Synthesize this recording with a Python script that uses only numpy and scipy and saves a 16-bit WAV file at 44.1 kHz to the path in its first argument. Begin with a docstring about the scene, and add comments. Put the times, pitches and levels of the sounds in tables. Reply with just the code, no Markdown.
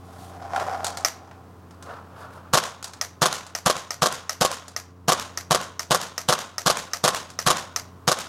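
"""A scrape over a far machine hum: a paintball marker is picked up, carried a few steps over grass
and fired thirteen times in a walled backyard. Before each shot the action latches with a metal click.
Each shot is a muzzle pop with a burst of gas, thrown back by ground, walls and fence;
the ball splats on a far target a tenth of a second later."""
import sys
import numpy as np
from scipy import signal
from scipy.fft import rfft, irfft, next_fast_len
from scipy.io import wavfile
from scipy.ndimage import uniform_filter1d

SR = 44100
rng = np.random.default_rng(int(sys.argv[2]) if len(sys.argv) > 2 else 0)


def to_wav(sig):
    """Store sig (one row per channel, or 1-D mono) as 16-bit WAV at the path in sys.argv[1].

    Samples outside -1..1 are clipped; the rate is SR.
    """
    pcm = np.clip(np.atleast_2d(sig), -1, 1) * 32767
    pcm = np.round(pcm).astype(np.int16)
    wavfile.write(sys.argv[1], SR, pcm.T)  # frames by channels


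N = 365148
TIME_S = np.arange(N) / SR
AGE_S = TIME_S[:int(.7 * SR)]   # time within one event

# Trigger pulls. Each row: time in seconds, relative pop level in dB, relative gas level in dB.
SHOTS = [(2.5365, -18.5, -16.5), (3.22, -17, -16.5), (3.6618, -16.5, -16.5), (4.0218, -16.5, -16),
         (4.412, -16, -15.5), (5.0833, -17.5, -17.5), (5.51, -18, -18), (5.9093, -20.5, -18),
         (6.2882, -18, -17), (6.6627, -18.5, -17), (7.0408, -19, -18), (7.4656, -18, -18.5),
         (8.0789, -19, -18)]
# Ground, furniture, walls, fence. Each row: delay in seconds, relative pop and gas levels in dB.
YARD_ECHOES = [(.0044, -1, 2), (.0086, 4.5, 9), (.0099, 1.5, 0), (0.0133, -11, 1), (0.0164, 2.5, -9),
               (0.0305, -11.5, -6), (0.038, 4, 9), (0.0397, 3, -2), (0.0431, -9, 8.5), (.0492, -9, 4.5),
               (0.062, -15.5, -12)]
# Body, ground, furniture near the action. Each row: delay in seconds, relative level in dB.
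NEAR_ECHOES = [(.0052, -10.5), (.0085, -12), (0.0123, -11), (0.0265, -17), (.0315, -21.5), (0.0356, -12.5)]
# Rustle of cloth, grass and spray. Each row: frequency in Hz, relative density in dB.
RUSTLE_SPECTRUM = [(500, -6), (2000, -8), (3500, 0.5), (5200, -2.5), (7000, -4), (11000, -4), (16000, -16)]


def from_db(db):
    """Decibels to gain."""
    return 10 ** (np.asarray(db) / 20)


def unit_rms(x):
    """Scale to rms 1."""
    return x / np.sqrt(np.mean(x ** 2) + 1e-20)


def butter(x, hz, kind):
    """Second-order Butterworth filter."""
    return signal.sosfilt(signal.butter(2, hz, kind, fs=SR, output="sos"), x + 1e-18)


def noise(spectrum, size=N):
    """Steady noise, rms 1; the spectrum is interpolated over log frequency."""
    n = next_fast_len(size)
    knots_hz, knots_db = np.transpose(spectrum)
    colour_db = np.interp(np.log(np.fft.rfftfreq(n, 1 / SR) + 1e-9), np.log(knots_hz), knots_db)
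    return unit_rms(irfft(rfft(rng.standard_normal(n)) * from_db(colour_db), n)[:size])


def drift(rate_hz):
    """Random wander with a spread near 1."""
    return np.interp(TIME_S * rate_hz, np.arange(4096), rng.standard_normal(4096))


def fade(t60_s, delay_s=0):
    """A delayed step that dies by 60 dB in t60_s."""
    return (AGE_S >= delay_s) * from_db(-60 * np.maximum(AGE_S - delay_s, 0) / t60_s)


def ring(modes):
    """One blow on a set of damped modes."""
    return sum(from_db(db) * fade(t60_s) * np.sin(2 * np.pi * hz * AGE_S) for hz, db, t60_s in modes)


def swells(gestures, roundness=1.19):
    """Gain of rubbing gestures, each 20 dB down one rise time before its peak and one fall time after."""
    gain = np.zeros(N)
    for peak_s, db, rise_s, fall_s in gestures:
        distance = np.maximum((peak_s - TIME_S) / rise_s, (TIME_S - peak_s) / fall_s).clip(0, 10)
        gain += from_db(db - 20 * distance ** roundness)
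    return gain


def play(events, sound, power=1):
    """The same sound at each (seconds, dB); a power near 2 sums energies."""
    track = np.zeros(N)
    for s, db in events:
        start = round(s * SR)
        track[start:start + len(sound)] += from_db(db) ** power * sound[:N - start]
    return track


def reflect(sound, echoes, echo_db, power=1):
    """A short sound followed by its reflections."""
    return sound + play([(delay_s, db + echo_db) for delay_s, db in echoes], sound, power)[:len(AGE_S)]


def bursts(events, envelope, spectrum, echoes, echo_db, scatter_db, direct=1,
           build_up_s=.011, loss_db_per_s_khz=9.5):
    """Noise bursts in the yard: rough walls add echoes as energy; air and foliage dull the tail."""
    # Diffuse return of near walls and far surroundings. Each row: relative level in dB, t60 in seconds.
    returns = [(-6.5, 0.42), (-22.5, 0.91)]
    early = direct * reflect(envelope ** 2, echoes, echo_db, power=1.87)
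    build_up = np.minimum(AGE_S / build_up_s, 1) ** 2
    diffuse = sum((from_db(db + scatter_db) * build_up * fade(t60_s)) ** 2 for db, t60_s in returns)
    lumps = from_db(3.94 * drift(408.5)[:len(AGE_S)]) ** 2   # shrubs and furniture
    tail = np.abs(signal.fftconvolve(envelope ** 2, diffuse * lumps / (SR / 1000))[:len(AGE_S)])
    size = next_fast_len(N)
    colour = rfft(noise(spectrum, size))
    hz = np.fft.rfftfreq(size, 1 / SR)
    edges_hz = [20, 1500, 4000, 7000, 10000, 17000]
    track = np.zeros(N)
    for low, high in zip(edges_hz, edges_hz[1:]):
        loss = from_db(-loss_db_per_s_khz * np.sqrt(low * high) / 1000 * AGE_S)
        band = irfft(colour * (hz >= low) * (hz < high), size)[:N]
        track += band * np.sqrt(play(events, early + tail * loss ** 2, power=1.967))
    return track


def background(waver_rad=.28, waver_db=.05, whine_hz=14992, whine_db=-81, murmur_db=-49.5):
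    """Murmur of air and far traffic, a wavering machine hum and a thin whine of electronics."""
    # Outdoor murmur. Each row: frequency in Hz, relative density in dB.
    murmur_spectrum = [(15, -69), (25, -16), (50, -35.5), (102, -5), (317, -11.5), (384, -12), (489, -16.5),
                       (575, -16), (714, -17), (936, -18), (1020, -12.5), (2160, -33), (10700, -43),
                       (14800, -45), (16000, -40)]
    # Machine hum. Each row: frequency in Hz, level in dB relative to the contour.
    partials = [(89, 2), (119.5, -10.5), (178, -7.5), (267, -7.5), (356, -14), (446, -10.5)]
    # Hum loudness. Each row: time in seconds, level in dB.
    contour = [(0, -49), (.8, -47.5), (1.2, -52), (3.6, -51.5), (4.95, -45), (6.3, -51.5), (8.28, -51.5)]
    hum = np.zeros(N)
    for hz, db in partials:
        gain = from_db(db + waver_db * drift(5.3))
        hum += gain * np.sin(2 * np.pi * hz * TIME_S + waver_rad * drift(13))
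    hum *= from_db(np.interp(TIME_S, *np.transpose(contour)))
    whine = from_db(whine_db) * np.sin(2 * np.pi * whine_hz * TIME_S)
    return np.sqrt(2) * (hum + whine) + from_db(murmur_db) * noise(murmur_spectrum)


def steps(grain_db=2.3):
    """Shoes scuff through the grass; cloth and blades swish."""
    # Footfalls and swishes. Each row: peak time in seconds, level in dB, rise and fall in seconds.
    footfalls = [(1.91, -37, 0.11, 0.16), (2.2, -42, 0.15, .5)]
    swishes = [(.25, -53.5, 0.31, 0.19), (1.84, -62, .03, .2), (2.21, -57, 0.086, 0.077),
               (2.34, -58, .05, 0.096)]
    # Shoe on grass. Each row: frequency in Hz, relative density in dB.
    scuff_spectrum = [(100, -19), (330, -21.5), (450, 5), (800, 5), (1400, 6), (2000, -11.5), (5000, -20),
                      (16000, -40.5)]
    grain = from_db(grain_db * drift(150))
    return grain * (swells(footfalls) * noise(scuff_spectrum) + swells(swishes) * noise(RUSTLE_SPECTRUM))


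def scrape(slips_per_s=1400, size_db=2.5, grit_db=-19, grit_hz=(3200, 6000), rustle_db=-26):
    """Uneven slips and a few bumps ring the scraped surface; the slips rasp as grit over a rustle."""
    # Scraped surface. Each row: frequency in Hz, relative level in dB, t60 in seconds.
    modes = [(443, -27, .05), (724, 8.5, 0.045), (780, 13, 0.047), (1015, 15.5, 0.0097), (1240, -4, 0.045),
             (1363, 0.5, 0.025), (1670, -24.5, 0.016), (3000, -14, .012), (5170, -14, .012)]
    # Light slide, hard drag. Each row: peak time in seconds, level in dB, rise and fall in seconds.
    slides = [(.49, -39, 0.67, 0.16), (.565, -27, 0.06, 0.65)]
    # The marker catching on the way. Each row: start in seconds, peak level in dB.
    bumps = [(0.535, -16), (0.579, -14.5), (0.614, -17), (0.685, -16), (0.747, -17.5), (0.806, -19)]
    slips = (rng.random(N) < slips_per_s / SR) * rng.choice([-1, 1], N)
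    slips = slips * from_db(size_db * np.minimum(rng.exponential(1, N), 4))
    slips *= from_db(2.1 * drift(70.5))   # the contact catches and lets go
    surface = butter(ring(modes), 570, "high")
    body = unit_rms(signal.fftconvolve(slips, surface)[:N])
    grit = unit_rms(butter(slips * from_db(2.2 * drift(200)), grit_hz, "band"))
    rubbing = body + from_db(grit_db) * grit + from_db(rustle_db) * noise(RUSTLE_SPECTRUM)
    return swells(slides) * rubbing + play(bumps, surface / np.abs(surface).max())


def knocks():
    """Handling the marker: a dull knock and a bright tick in varying shares."""
    # Contacts. Each row: start in seconds, knock level in dB, tick level in dB.
    contacts = [(0.562, -21.5, -37), (0.598, -24.5, -36), (0.845, -22, -20), (0.867, -29, -23.5),
                (0.972, -30, -26.5), (1.312, -38, -58), (1.709, -45.5, -50), (1.825, -44, -39),
                (2.827, -32.5, -28), (2.843, -26, -21.5), (2.935, -33, -34), (3.466, -35.5, -33.5),
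                (4.681, -32, -27.5), (7.302, -37.5, -34)]
    # Knock and tick colours. Each row: frequency in Hz, relative density in dB.
    knock_spectrum = [(100, -21.5), (400, -15), (750, -1.5), (1400, -4), (2200, -12.5), (6000, -26),
                      (16000, -51)]
    tick_spectrum = [(500, -15), (2000, -10.5), (4500, 4), (7500, 2), (11000, -6.5), (16000, -24)]
    knock = bursts([(s, db) for s, db, _ in contacts], fade(.035), knock_spectrum, NEAR_ECHOES,
                   echo_db=-12.5, scatter_db=-11.5)
    tick = bursts([(s, db) for s, _, db in contacts], fade(.034), tick_spectrum, NEAR_ECHOES,
                  echo_db=-2.5, scatter_db=-14)
    return knock + tick


def latches(chatter_s=.003, spring_hz=(5300, 6550), spring_db=-37, spring_t60_s=.25):
    """The catch chatters home and leaves the action and its spring ringing."""
    # Latch clicks. Each row: start in seconds, relative level in dB.
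    clicks = [(1.0478, -7.5), (3.0122, -13), (3.5507, -14.5), (3.9064, -12), (4.2942, -10.5),
              (4.7633, -12.5), (5.374, -16), (5.794, -14), (6.1789, -14), (6.5811, -13.5), (6.9339, -12.5),
              (7.3892, -15), (7.7612, -15)]
    # Metal of the action. Each row: frequency in Hz, relative level in dB, t60 in seconds.
    modes = [(622, -22, 0.096), (695, -24.5, 0.17), (1233, -14.5, 0.06), (1288, -13.5, 0.065),
             (1377, -21.5, 0.022), (1877, -8.5, 0.03), (5360, 0.5, 0.019), (5700, -31.5, 0.2),
             (6186, 2.5, 0.014), (6250, -27.5, 0.2), (13000, -13.5, 0.0087)]
    # Snap of the catch. Each row: frequency in Hz, relative density in dB.
    snap_spectrum = [(100, -41), (500, 5), (700, 6), (2000, 6.5), (2400, 1.5), (3600, -1.5), (4900, 7),
                     (5400, 2.5), (5750, 10.5), (6250, 4), (7200, 3.5), (8500, -3), (14000, -5),
                     (16000, -27)]
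    spring = ring([(hz * rng.uniform(.99, 1.01), spring_db, spring_t60_s)
                   for hz in np.linspace(*spring_hz, num=10)])
    attack = 1 - np.exp(-AGE_S / .00067)
    metal = reflect((ring(modes) + spring) * attack, [(.0085, -25)], echo_db=-10)
    envelope = (AGE_S < chatter_s) + from_db(-10.5) * fade(.17)
    snap = bursts(clicks, envelope, snap_spectrum, NEAR_ECHOES, echo_db=3, scatter_db=-14.5)
    return play(clicks, metal) + from_db(-12) * snap


def splats(crush_s=.0012, spray_db=-29, spray_t60_s=.49):
    """Each ball crushes against the far target, the ground repeats it, and the spray patters down."""
    # Balls landing. Each row: start in seconds, relative level in dB.
    impacts = [(2.6373, -26), (3.3268, -21.5), (3.7655, -25.5), (4.1245, -24), (4.5146, -21.5),
               (5.1962, -26), (5.6122, -29.5), (6.0137, -25.5), (6.3891, -25.5), (6.7701, -23),
               (7.1466, -23), (7.5692, -28), (8.1874, -23.5)]
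    # Crushing ball. Each row: frequency in Hz, relative density in dB.
    splat_spectrum = [(150, -6), (600, 3.5), (1400, 6), (2300, 1), (4000, 2), (6800, 3.5), (9000, -3.5),
                      (12000, -7.5), (16000, -22)]
    envelope = AGE_S / crush_s * np.exp(1 - AGE_S / crush_s) + from_db(-22.5) * fade(.1)
    hits = bursts(impacts, envelope, splat_spectrum, [(.0122, -13)], echo_db=-5, scatter_db=-5.5)
    spray = play(impacts, fade(spray_t60_s)) * from_db(spray_db + drift(120)) * noise(RUSTLE_SPECTRUM)
    return hits * from_db(drift(200)) + spray


def muzzle_pops(lead_s=.00101, pop_gain_db=2,
                thump_hz=150, thump_rise_s=.0036, thump_lead_s=.0032, thump_gain_db=-1.5):
    """Air ahead of the ball pops out of the barrel; the expanding cloud adds a low thump."""
    # Air in and around the barrel. Each row: frequency in Hz, relative level in dB, t60 in seconds.
    modes = [(385, -13.5, 0.096), (515, -12.5, 0.053), (619, -19, 0.058), (658, -8.5, 0.016),
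             (726.4, -19.5, 0.18), (872, -60, 0.049), (1098, -13.5, 0.1), (1170, -8.5, 0.042),
             (1100, -36, 0.26), (1390, -35, 0.059)]
    # The pop's diffuse return. Each row: frequency in Hz, relative density in dB.
    tail_spectrum = [(60, -60), (150, 3), (250, -6), (400, -13.5), (520, -3.5), (800, -10), (900, -21),
                     (1050, 8), (1250, -10), (1600, -4.5), (2400, -10), (6000, -33.5)]
    events = [(s - lead_s, db) for s, db, _ in SHOTS]
    echoes = [(delay_s, db) for delay_s, db, _ in YARD_ECHOES]
    pop = reflect(butter(ring(modes), 380, "high"), echoes, echo_db=1.5)
    swell = (AGE_S / thump_rise_s / 2) ** 2 * np.exp(2 - AGE_S / thump_rise_s)
    cloud = butter(swell * np.sin(2 * np.pi * thump_hz * AGE_S), 126, "high")
    thump = reflect(cloud, [(.0405, -16.5)], echo_db=-5.5)
    thumps = play([(s - thump_lead_s, db) for s, db in events], thump)
    tail = bursts(events, fade(.015), tail_spectrum, [], echo_db=0, scatter_db=-1.5, direct=0)
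    return from_db(pop_gain_db) * play(events, pop) + from_db(thump_gain_db) * thumps + tail


def gas_bursts(leak_s=.0077, leak_db=-16, crack_rise_s=.0008, jet_db=-12, gain_db=4):
    """The valve leaks more and more, the gas cracks out behind the ball, then the barrel empties."""
    # Escaping gas. Each row: frequency in Hz, relative density in dB.
    gas_spectrum = [(150, -42), (500, 5), (1500, 4.5), (2200, -11.5), (3100, -0.5), (4500, -1), (6600, -1),
                    (8200, -6), (10500, -8.5), (13000, -14), (16000, -38.5)]
    leaking = AGE_S < leak_s
    leak = from_db(leak_db) * AGE_S / leak_s * leaking
    opening = np.clip(1 + (AGE_S - leak_s) / crack_rise_s, 0, 1) * leaking
    crack = opening + fade(.0049, delay_s=leak_s)
    jet = from_db(jet_db) * fade(.058, delay_s=leak_s)
    events = [(s - leak_s, db + gain_db) for s, _, db in SHOTS]
    echoes = [(delay_s, db) for delay_s, _, db in YARD_ECHOES]
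    return bursts(events, leak + crack + jet, gas_spectrum, echoes,
                  echo_db=-6.5, scatter_db=-2.5, direct=.91)


def scene(firing_gain_db=6.5, latch_gain_db=3):
    """Firing, handling and background, in mono."""
    firing = from_db(firing_gain_db) * (muzzle_pops() + gas_bursts() + splats())
    handling = from_db(latch_gain_db) * latches() + knocks() + scrape() + steps()
    return (firing + handling + background())[None]


def record(dry, threshold_db=-11.5, release_db_per_s=8, cutoff_hz=16000):
    """A limiter ducks on loud bursts and creeps back; peaks are soft-clipped and the top is cut."""
    power = np.abs(uniform_filter1d(dry[0] ** 2, size=130))
    over_db = np.maximum(10 * np.log10(power + 1e-12) - threshold_db, 0)
    release_db = release_db_per_s * TIME_S
    reduction_db = np.maximum.accumulate(over_db + release_db) - release_db
    limited = np.tanh(dry * from_db(-uniform_filter1d(reduction_db, size=45)))
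    return signal.sosfilt(signal.ellip(10, .1, 80, cutoff_hz, fs=SR, output="sos"), limited)


dry = scene()
out = record(dry)
to_wav(out)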